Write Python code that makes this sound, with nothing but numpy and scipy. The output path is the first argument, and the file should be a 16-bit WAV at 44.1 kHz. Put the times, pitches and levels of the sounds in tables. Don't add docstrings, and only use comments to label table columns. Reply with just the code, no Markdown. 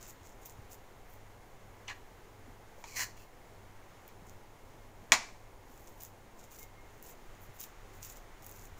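import sys
import numpy as np
from scipy import signal
from scipy.fft import rfft, irfft
from scipy.io import wavfile
from scipy.ndimage import uniform_filter1d

SR = 44100
rng = np.random.default_rng(int(sys.argv[2]) if len(sys.argv) > 2 else 0)


def decibels_to_gain(level_db):
    exponent = np.asarray(level_db, float) / 20
    return 10 ** exponent


def materialize(psi):
    bounded = np.clip(np.atleast_2d(psi).T, -1, 1)
    quanta = np.round(bounded * 32767).astype(np.int16)
    wavfile.write(sys.argv[1], SR, quanta)


N = 387638


def rms_one(x):
    return x / np.sqrt(np.mean(x ** 2) + 1e-20)


def drift(rate):
    r = np.exp(-80 * np.pi * rate / SR)
    noise = rng.standard_normal(N // 40 + 2002)
    slow = signal.lfilter([1], [1, -2 * r, r * r], noise)[2000:]
    return np.interp(np.arange(N) / 40, np.arange(len(slow)), rms_one(slow))


def colour(x, spectrum, size=8192):
    hz, level_db = np.transpose(spectrum)
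    grid = np.maximum(np.arange(size // 2 + 1), 1) * SR / size
    cepstrum = irfft(np.log(decibels_to_gain(np.interp(np.log(grid), np.log(hz), level_db))))
    cepstrum[1:size // 2] *= 2
    cepstrum[size // 2 + 1:] = 0
    pulse = irfft(np.exp(rfft(cepstrum)))
    return signal.fftconvolve(x, pulse / np.sqrt(np.sum(pulse ** 2)))[:len(x)]


def ring(clicks, hz, t60):
    r = decibels_to_gain(-60 / (t60 * SR))
    w = 2 * np.pi * min(hz, .45 * SR) / SR
    return signal.lfilter([0, np.sin(w)], [1, -2 * r * np.cos(w), r * r], clicks + 1e-18)


def resonances(x, modes):
    total = np.zeros(N)
    for k, (hz, width, db) in enumerate(modes):
        total += (-1) ** k * decibels_to_gain(db) * np.sqrt(width) * ring(x, hz, 2.2 / width)
    return rms_one(total)


def grains(per_s, spread_db, hiss):
    sizes = decibels_to_gain(spread_db * np.minimum(rng.exponential(1, N), 4)) * rng.choice([-1, 1], N)
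    born = rng.random(N) < per_s * decibels_to_gain(5 * drift(40)) / SR
    return rms_one(rms_one(sizes * born) + hiss * rng.standard_normal(N))


def struck(events, cycles, least_s):
    out = np.zeros(N)
    t = np.arange(int(.15 * SR)) / SR
    for s, peak_db, hz in events:
        life_s = cycles / hz + least_s
        onset = 1 - np.exp(-t * hz * 3)
        swing = onset * decibels_to_gain(peak_db - 60 * t / life_s) * np.sin(2 * np.pi * hz * t)
        at = round(s * SR)
        out[at:at + len(t)] += swing[:N - at]
    return out


# frequency [Hz], density [dB per Hz].
DULL_ROOM = [(10, 3), (20, -1.5), (45, -7), (70, -12), (100, -10), (130, -11), (155, -19), (200, -16),
             (300, -17), (410, -14), (600, -17), (760, -16), (1000, -18), (1500, -41)]
# frequency [Hz], density [dB per Hz].
BRIGHT_ROOM = [(700, -22), (1100, 0.5), (1600, -2), (2100, -2), (2500, -7.5), (3200, -10), (4700, -15.5),
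               (5600, -14.5), (6900, -11.5), (8000, -20.5), (9500, -24.5), (13000, -27), (15600, -16.5)]
# time [s], level [dB].
BRIGHT_LEVEL = [(0, -61.5), (.3, -64), (4, -63.5), (5.5, -64.5), (6.8, -64), (7.3, -61.5), (8.79, -61.5)]
# time [s], level [dB].
MOTOR_LOAD = [(0, -70), (.24, -60.5), (1.85, -63), (2.3, -76), (2.52, -60), (2.81, -74), (3.1, -58),
              (3.5, -61), (4.04, -83), (4.89, -55.5), (5.29, -70.5), (5.48, -60), (5.73, -71), (6.8, -57.5),
              (7.02, -79), (7.3, -51.5), (7.61, -72), (7.8, -54)]
MOTOR_HZ, HUM_HZ, BEAT_HZ, WHINE_HZ = 29.3, 99.3, 1.625, 2143
DULL_DB, WHINE_DB = -54.5, -81
SWELL_START_S, SWELL_END_S, SWELL_DB, SWELL_FADE_DB_PER_S = 6.61, 7.1, 14.5, 22


def room_tone():
    t = np.arange(N) / SR
    dull = colour(rng.standard_normal(N + SR), DULL_ROOM, size=16384)[SR:]
    dull = decibels_to_gain(DULL_DB + .5 * drift(2.2)) * dull
    bright_db = np.interp(t, *np.transpose(BRIGHT_LEVEL)) + .5 * drift(3.5)
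    bright = decibels_to_gain(bright_db) * colour(rng.standard_normal(N), BRIGHT_ROOM)

    motor_db = np.interp(t, *np.transpose(MOTOR_LOAD))
    motor = decibels_to_gain(motor_db) * np.sin(2 * np.pi * np.cumsum(MOTOR_HZ + 0.57 * drift(1.85)) / SR)
    beat = .55 + .45 * np.cos(2 * np.pi * BEAT_HZ * (t - 4.29))
    hum = decibels_to_gain(-59.0 + 1.24 * drift(0.41)) * beat * np.sin(2 * np.pi * HUM_HZ * t)

    swelling = uniform_filter1d(1. * (t > SWELL_START_S) * (t < SWELL_END_S), size=2000)
    whine_db = WHINE_DB + (SWELL_DB - SWELL_FADE_DB_PER_S * (t - SWELL_START_S)) * swelling
    whine_phase = 2 * np.pi * np.cumsum(WHINE_HZ + 6 * drift(7.0)) / SR
    whine = decibels_to_gain(whine_db + 4.1 * drift(8)) * np.sin(whine_phase)
    return dull + bright + motor + hum + whine


NEAR_T60_S, KITCHEN_T60_S = 0.089, 0.39


def kitchen(x):
    t = np.arange(int(.6 * SR)) / SR
    fall = decibels_to_gain(-60 * t / NEAR_T60_S) + decibels_to_gain(-13.0 - 60 * t / KITCHEN_T60_S)
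    build_up = 1 - np.exp(-t / 0.0043)
    tail = rng.standard_normal(len(t)) * fall * build_up
    dull = signal.lfilter(*signal.butter(2, 8500, fs=SR), tail)
    tail = dull + (tail - dull) * decibels_to_gain(-60 * t / .5)
    return signal.fftconvolve(x, tail / np.sqrt(np.sum(tail ** 2)))[:N]


# start [s], peak [dB], pitch [Hz].
BUMPS_AND_RINGS = [(.212, -42.5, 86), (.586, -34.5, 90), (1.88, -36, 6050), (1.9, -50, 85), (2.48, -40, 238),
                   (2.78, -41, 543), (4.22, -42, 180), (5.025, -43, 200), (5.122, -41, 266), (2.841, -34, 930),
                   (5.128, -41, 85), (5.7, -46, 256), (6.5, -52, 447), (7.487, -39, 125), (8.72, -41, 81.5)]


def bumping():
    return decibels_to_gain(-2.5) * struck(BUMPS_AND_RINGS, cycles=6.6, least_s=0.02)


def in_time(tables):
    rows = []
    for table in tables:
        if rows and table[0][0] - rows[-1][0] > .015:
            rows += [(rows[-1][0] + .004, -110, *rows[-1][2:])]
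            rows += [(table[0][0] - .004, -110, *table[0][2:])]
        rows += table
    before = (rows[0][0] - .004, -110, *rows[0][2:])
    after = (rows[-1][0] + .004, -110, *rows[-1][2:])
    s, *columns = np.transpose([before, *rows, after])
    return [np.interp(np.arange(N) / SR, np.maximum.accumulate(s), c) for c in columns]


# time [s], dish ring [dB], blade ring [Hz].
DRAGS = [
    [(1.868, -84, 3000), (1.877, -57, 3000), (1.884, -35, 2580), (1.893, -44, 2020), (1.905, -46, 1830),
     (1.93, -51.5, 1810), (1.94, -67, 1810), (1.964, -62, 1810), (1.99, -78, 1810)],
    [(2.846, -72, 2520), (2.86, -66, 2480), (2.894, -60, 2400), (2.94, -61.5, 2250), (2.968, -42, 2010),
     (3.0, -39, 1900), (3.036, -41.5, 1810), (3.052, -56, 1800), (3.12, -74, 1900)],
    [(3.158, -80, 2650), (3.17, -65, 2650), (3.236, -67, 2650), (3.27, -77, 2650)],
]
# from time [s], hollow body [dB], rasp [dB], top hiss [dB].
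DRAG_SHADES = [(0, -5.5, -15, -27), (2.4, -8.5, 2.5, -4.5), (3.14, -9.5, -4, -2.5)]
# frequency [Hz], width [Hz], level [dB].
DISH_MODES = [(2400, 180, -3), (2900, 60, 1), (3380, 250, -9), (4100, 170, -3)]
# frequency [Hz], width [Hz], level [dB].
HOLLOW_MODES = [(790, 23, -14.5), (982, 130, -15), (1170, 110, -11.5)]
# frequency [Hz], density [dB per Hz].
RASP_SPECTRUM = [(3400, -20), (4300, -2), (4900, -4), (5600, -2.5), (6100, 0.5), (6500, -3), (7000, 1.5),
                 (7800, -7), (9000, -16), (11500, -45)]
# frequency [Hz], density [dB per Hz].
HISS_SPECTRUM = [(5000, -28), (8500, -14), (9150, -3.5), (12300, 1), (13400, -4), (14900, 7), (15900, -2)]
HOLLOW_LAG, RASP_LAG, HISS_LAG = 0.33, 0.16, .03


def scraping():
    ring_db, blade_hz = in_time(DRAGS)
    start, hollow_db, rasp_db, hiss_db = np.transpose(DRAG_SHADES)
    drag = np.searchsorted(start[1:], np.arange(N) / SR)
    excess_db = np.clip(ring_db + 50, -20, 20)
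    hollow_db = hollow_db[drag] - HOLLOW_LAG * excess_db
    rasp_db = rasp_db[drag] - RASP_LAG * excess_db
    hiss_db = hiss_db[drag] - HISS_LAG * excess_db

    stutter = grains(per_s=1500, spread_db=3.0, hiss=0.95)
    turning = np.exp(2j * np.pi * np.cumsum(blade_hz) / SR)
    blade = np.real(turning * signal.lfilter(*signal.butter(1, 100, fs=SR), stutter / turning))
    body = decibels_to_gain(-0.5) * rms_one(blade) + decibels_to_gain(-7.0) * resonances(stutter, DISH_MODES)
    body = body + decibels_to_gain(hollow_db - .5) * resonances(stutter, HOLLOW_MODES)
    rasp = decibels_to_gain(rasp_db - 1.0) * colour(stutter, RASP_SPECTRUM)
    hiss = decibels_to_gain(hiss_db + 1.5) * colour(stutter, HISS_SPECTRUM)
    return decibels_to_gain(ring_db) * (body + rasp + hiss)


# start [s], peak [dB], share sent to the walls [0-1].
TOUCHES = [
    (2.8405, -36, 1),
    (3.176, -47, .5),
    (4.088, -48, 1),
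    (5.1203, -0.5, 0.81),
    (5.1225, -11, 0),
    (5.1244, -13, 0.15),
    (5.126, -24, 0.2),
    (5.1387, -17.5, 0.2),
]
# frequency [Hz], density [dB per Hz].
CRACK_SPECTRUM = [(120, -42), (200, -35), (1340, -15), (2160, 7.5), (2840, -6), (3350, -2), (5200, -17.5),
                  (6850, -13), (7640, -18.5), (15100, -16), (15900, -41)]
# frequency [Hz], level [dB], t60 [s].
CLACK_MODES = [(2285, -6, 0.025), (6800, -5, 0.014), (1920, -6.5, .025), (3325, -9.5, 0.021),
               (1018, -31, 0.038), (5890, -8, .01)]
# frequency [Hz], level [dB], t60 [s].
SPOON_MODES = [(1090, -19, 0.094), (1780, -12, 0.17), (2040, -8, 0.33), (2310, -10, 0.41),
               (2760, -28, 0.31), (3780, -15, 0.15), (4170, -4, 0.107), (4240, -9.5, 0.13),
               (5200, -15.5, 0.24), (7050, -12, 0.29)]
# frequency [Hz], density [dB per Hz].
WALL_SPECTRUM = [(120, -46.5), (200, -17.5), (273, -10), (305, -23.5), (359, -16), (500, -24), (657, -6.5),
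                 (1140, -4), (1320, -12), (2370, -4.5), (3060, -14), (6720, -9), (8530, -19.5),
                 (15900, -30.5)]


def tapping():
    s, peak_db, sent = np.transpose(TOUCHES)
    at = np.round(s * SR).astype(int)
    clicks, to_walls = np.zeros(N), np.zeros(N)
    clicks[at] = decibels_to_gain(peak_db) * (-1) ** np.arange(1, len(at) + 1)
    to_walls[at] = clicks[at] * np.clip(sent, 0, 1)

    softened = signal.lfilter([.55], [1, -.45], clicks)
    blows = decibels_to_gain(4.5) * colour(softened, CRACK_SPECTRUM)
    for k, (hz, db, t60) in enumerate(CLACK_MODES):
        blows += decibels_to_gain(-2.5) * (-1) ** k * decibels_to_gain(db) * ring(clicks, hz, t60)
    for hz, db, t60 in SPOON_MODES:
        blows += decibels_to_gain(-22.0) * decibels_to_gain(db) * ring(to_walls, hz, 0.74 * t60)
    return blows, decibels_to_gain(9) * colour(to_walls, WALL_SPECTRUM)


# full pressure at [s], held for [s], level near 7 kHz [dB], top octave against it [dB].
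FINGER_STROKES = [(0.01, 0.045, -58, -6), (0.084, 0.011, -55, -0.5), (.23, 0.078, -67.5, -6),
                  (.42, 0.022, -67, -2), (.462, 0.0034, -57, 3.5), (.505, .004, -63.5, 0),
                  (.715, .02, -59.5, 0), (1.095, 0.046, -74, 7), (4.078, .002, -80, 10),
                  (4.272, .04, -70, -2), (5.68, .3, -74.5, 2), (5.875, .002, -63, -4),
                  (6.01, 0.048, -58.5, 3), (6.392, .01, -62, -5), (6.44, 0.0086, -64, -3),
                  (6.515, 0.045, -59.5, -1), (6.58, 0.049, -60.5, 2), (2.79, .04, -72, -2),
                  (6.9, 0.089, -76, -3), (7.04, 0.066, -59.5, 2), (7.422, 0.023, -70, 9),
                  (7.55, 0.024, -70, 5), (7.6, 0.041, -53, 0), (7.94, 0.03, -66, -2),
                  (8.03, 0.034, -53.5, -0.5), (8.07, 0.054, -57, -2), (8.165, .004, -61, -1),
                  (8.43, 0.14, -65, 2.5), (8.58, 0.08, -64, -0.5), (8.785, .004, -67, 2)]
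PRESS_DB_PER_S, LIFT_DB_PER_S = 900, 450


def strokes():
    t = np.arange(0, N + 32, 32)[:, None] / SR
    s, held, level_db, top_against_db = np.transpose(FINGER_STROKES)
    press_db = PRESS_DB_PER_S * np.maximum(s - t, 0)
    lift_db = LIFT_DB_PER_S * np.maximum(t - s - held, 0)
    low_db = level_db - press_db - lift_db
    strongest = [np.maximum(db.max(axis=1), -120) for db in (low_db, low_db + top_against_db)]
    return [np.interp(np.arange(N) / SR, t[:, 0], db) for db in strongest]


# start [s], peak [dB].
LARGE_POCKETS = [(0.0118, -43), (0.0278, -33), (0.0515, -41), (0.2714, -38), (0.2931, -45), (0.4971, -34),
                 (0.7181, -40), (2.9599, -38), (2.9725, -28), (2.9828, -32), (3.0199, -37), (4.2962, -36.5),
                 (5.777, -43), (5.874, -38.5), (6.009, -34.5), (6.398, -45), (6.51, -43), (7.3522, -49),
                 (7.5896, -40), (7.6134, -27), (8.0294, -28), (8.049, -29), (8.107, -41), (8.4237, -39),
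                 (8.467, -40), (8.523, -38), (8.5949, -37), (8.6228, -41)]
# start [s], peak [dB].
SMALL_POCKETS = [(0.4597, -36), (0.5104, -43), (1.1378, -38), (4.0791, -31.5), (5.895, -41), (5.98, -46),
                 (6.0274, -34), (6.0346, -22.5), (6.3773, -49.5), (6.62, -43), (7.0265, -28.5),
                 (7.4104, -51), (7.4165, -43), (7.4254, -47), (7.451, -47), (7.5383, -49), (7.566, -41),
                 (7.605, -22), (7.6327, -34), (7.9513, -44), (8.4432, -47), (8.465, -26), (8.5135, -30),
                 (8.64, -41)]
LARGE_HZ, LARGE_SPREAD, SMALL_HZ, SMALL_SPREAD = 6600, 0.052, 15300, .025


def snaps():
    rows = []
    for table, hz, spread in ((LARGE_POCKETS, LARGE_HZ, LARGE_SPREAD), (SMALL_POCKETS, SMALL_HZ, SMALL_SPREAD)):
        rows += [(s, db, hz * (1 + spread * rng.uniform(-0.92, 1))) for s, db in table]
    return rows


def pockets(tearing, low_hz, high_hz, cycles, count=8):
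    dealt = rng.integers(0, count, N // 64 + 1).repeat(64)[:N]
    total = np.zeros(N)
    for k, hz in enumerate(np.geomspace(low_hz, high_hz, count)):
        total += ring(tearing * (dealt == k), hz, cycles / hz) * np.sqrt(hz)
    return rms_one(total)


# frequency [Hz], density [dB per Hz].
LARGE_SPECTRUM = [(1470, -36), (2500, -7), (3480, -12.5), (3800, -10), (4190, -15), (6980, 2), (8800, -10),
                  (10000, -15.5), (13000, -34), (22000, -120)]
# frequency [Hz], density [dB per Hz].
SMALL_SPECTRUM = [(5290, -40.5), (9000, -13), (10300, -8.5), (13000, -5.5), (15100, 3), (16000, -12)]
OTHER_SIZE_DB = 6


def fingers():
    low_db, top_db = strokes()
    popped = snaps()
    shared = grains(700, 4.8, hiss=.55)
    large = pockets(shared + .6 * grains(900, 5, hiss=1), 3500, 10000, cycles=4)
    small = pockets(shared + .6 * grains(900, 5, hiss=1), 9000, 16000, cycles=4)
    low = decibels_to_gain(low_db + 0.75) * rms_one(colour(large, LARGE_SPECTRUM))
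    top = decibels_to_gain(top_db + 1.5) * rms_one(colour(small, SMALL_SPECTRUM))

    s, db, hz = np.transpose(popped)
    at, big = np.round(s * SR).astype(int), hz < 10000
    low_clicks, top_clicks = np.zeros(N), np.zeros(N)
    low_clicks[at] = decibels_to_gain(db - np.where(big, 0, OTHER_SIZE_DB))
    top_clicks[at] = decibels_to_gain(db - np.where(big, OTHER_SIZE_DB, 0))
    broad = decibels_to_gain(-5.0) * colour(low_clicks, LARGE_SPECTRUM) + decibels_to_gain(0.5) * colour(top_clicks, SMALL_SPECTRUM)
    return low + top + broad + decibels_to_gain(-3) * struck(popped, cycles=10, least_s=.0004)


def scene():
    hand, scrape = fingers(), scraping()
    blows, to_walls = tapping()
    echo = kitchen(decibels_to_gain(-11.5) * hand + decibels_to_gain(-9) * scrape + to_walls)
    return (room_tone() + bumping() + echo + scrape + blows + hand)[None]


def roll_off(x):
    return signal.sosfilt(signal.butter(12, 16980, fs=SR, output="sos"), x)


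def record(dry):
    rounded = .9 * np.tanh(dry / .9)
    mix = signal.sosfilt(signal.cheby2(16, 60, 16150, fs=SR, output="sos"), rounded)
    return roll_off(mix)


dry = scene()
out = record(dry)
materialize(out)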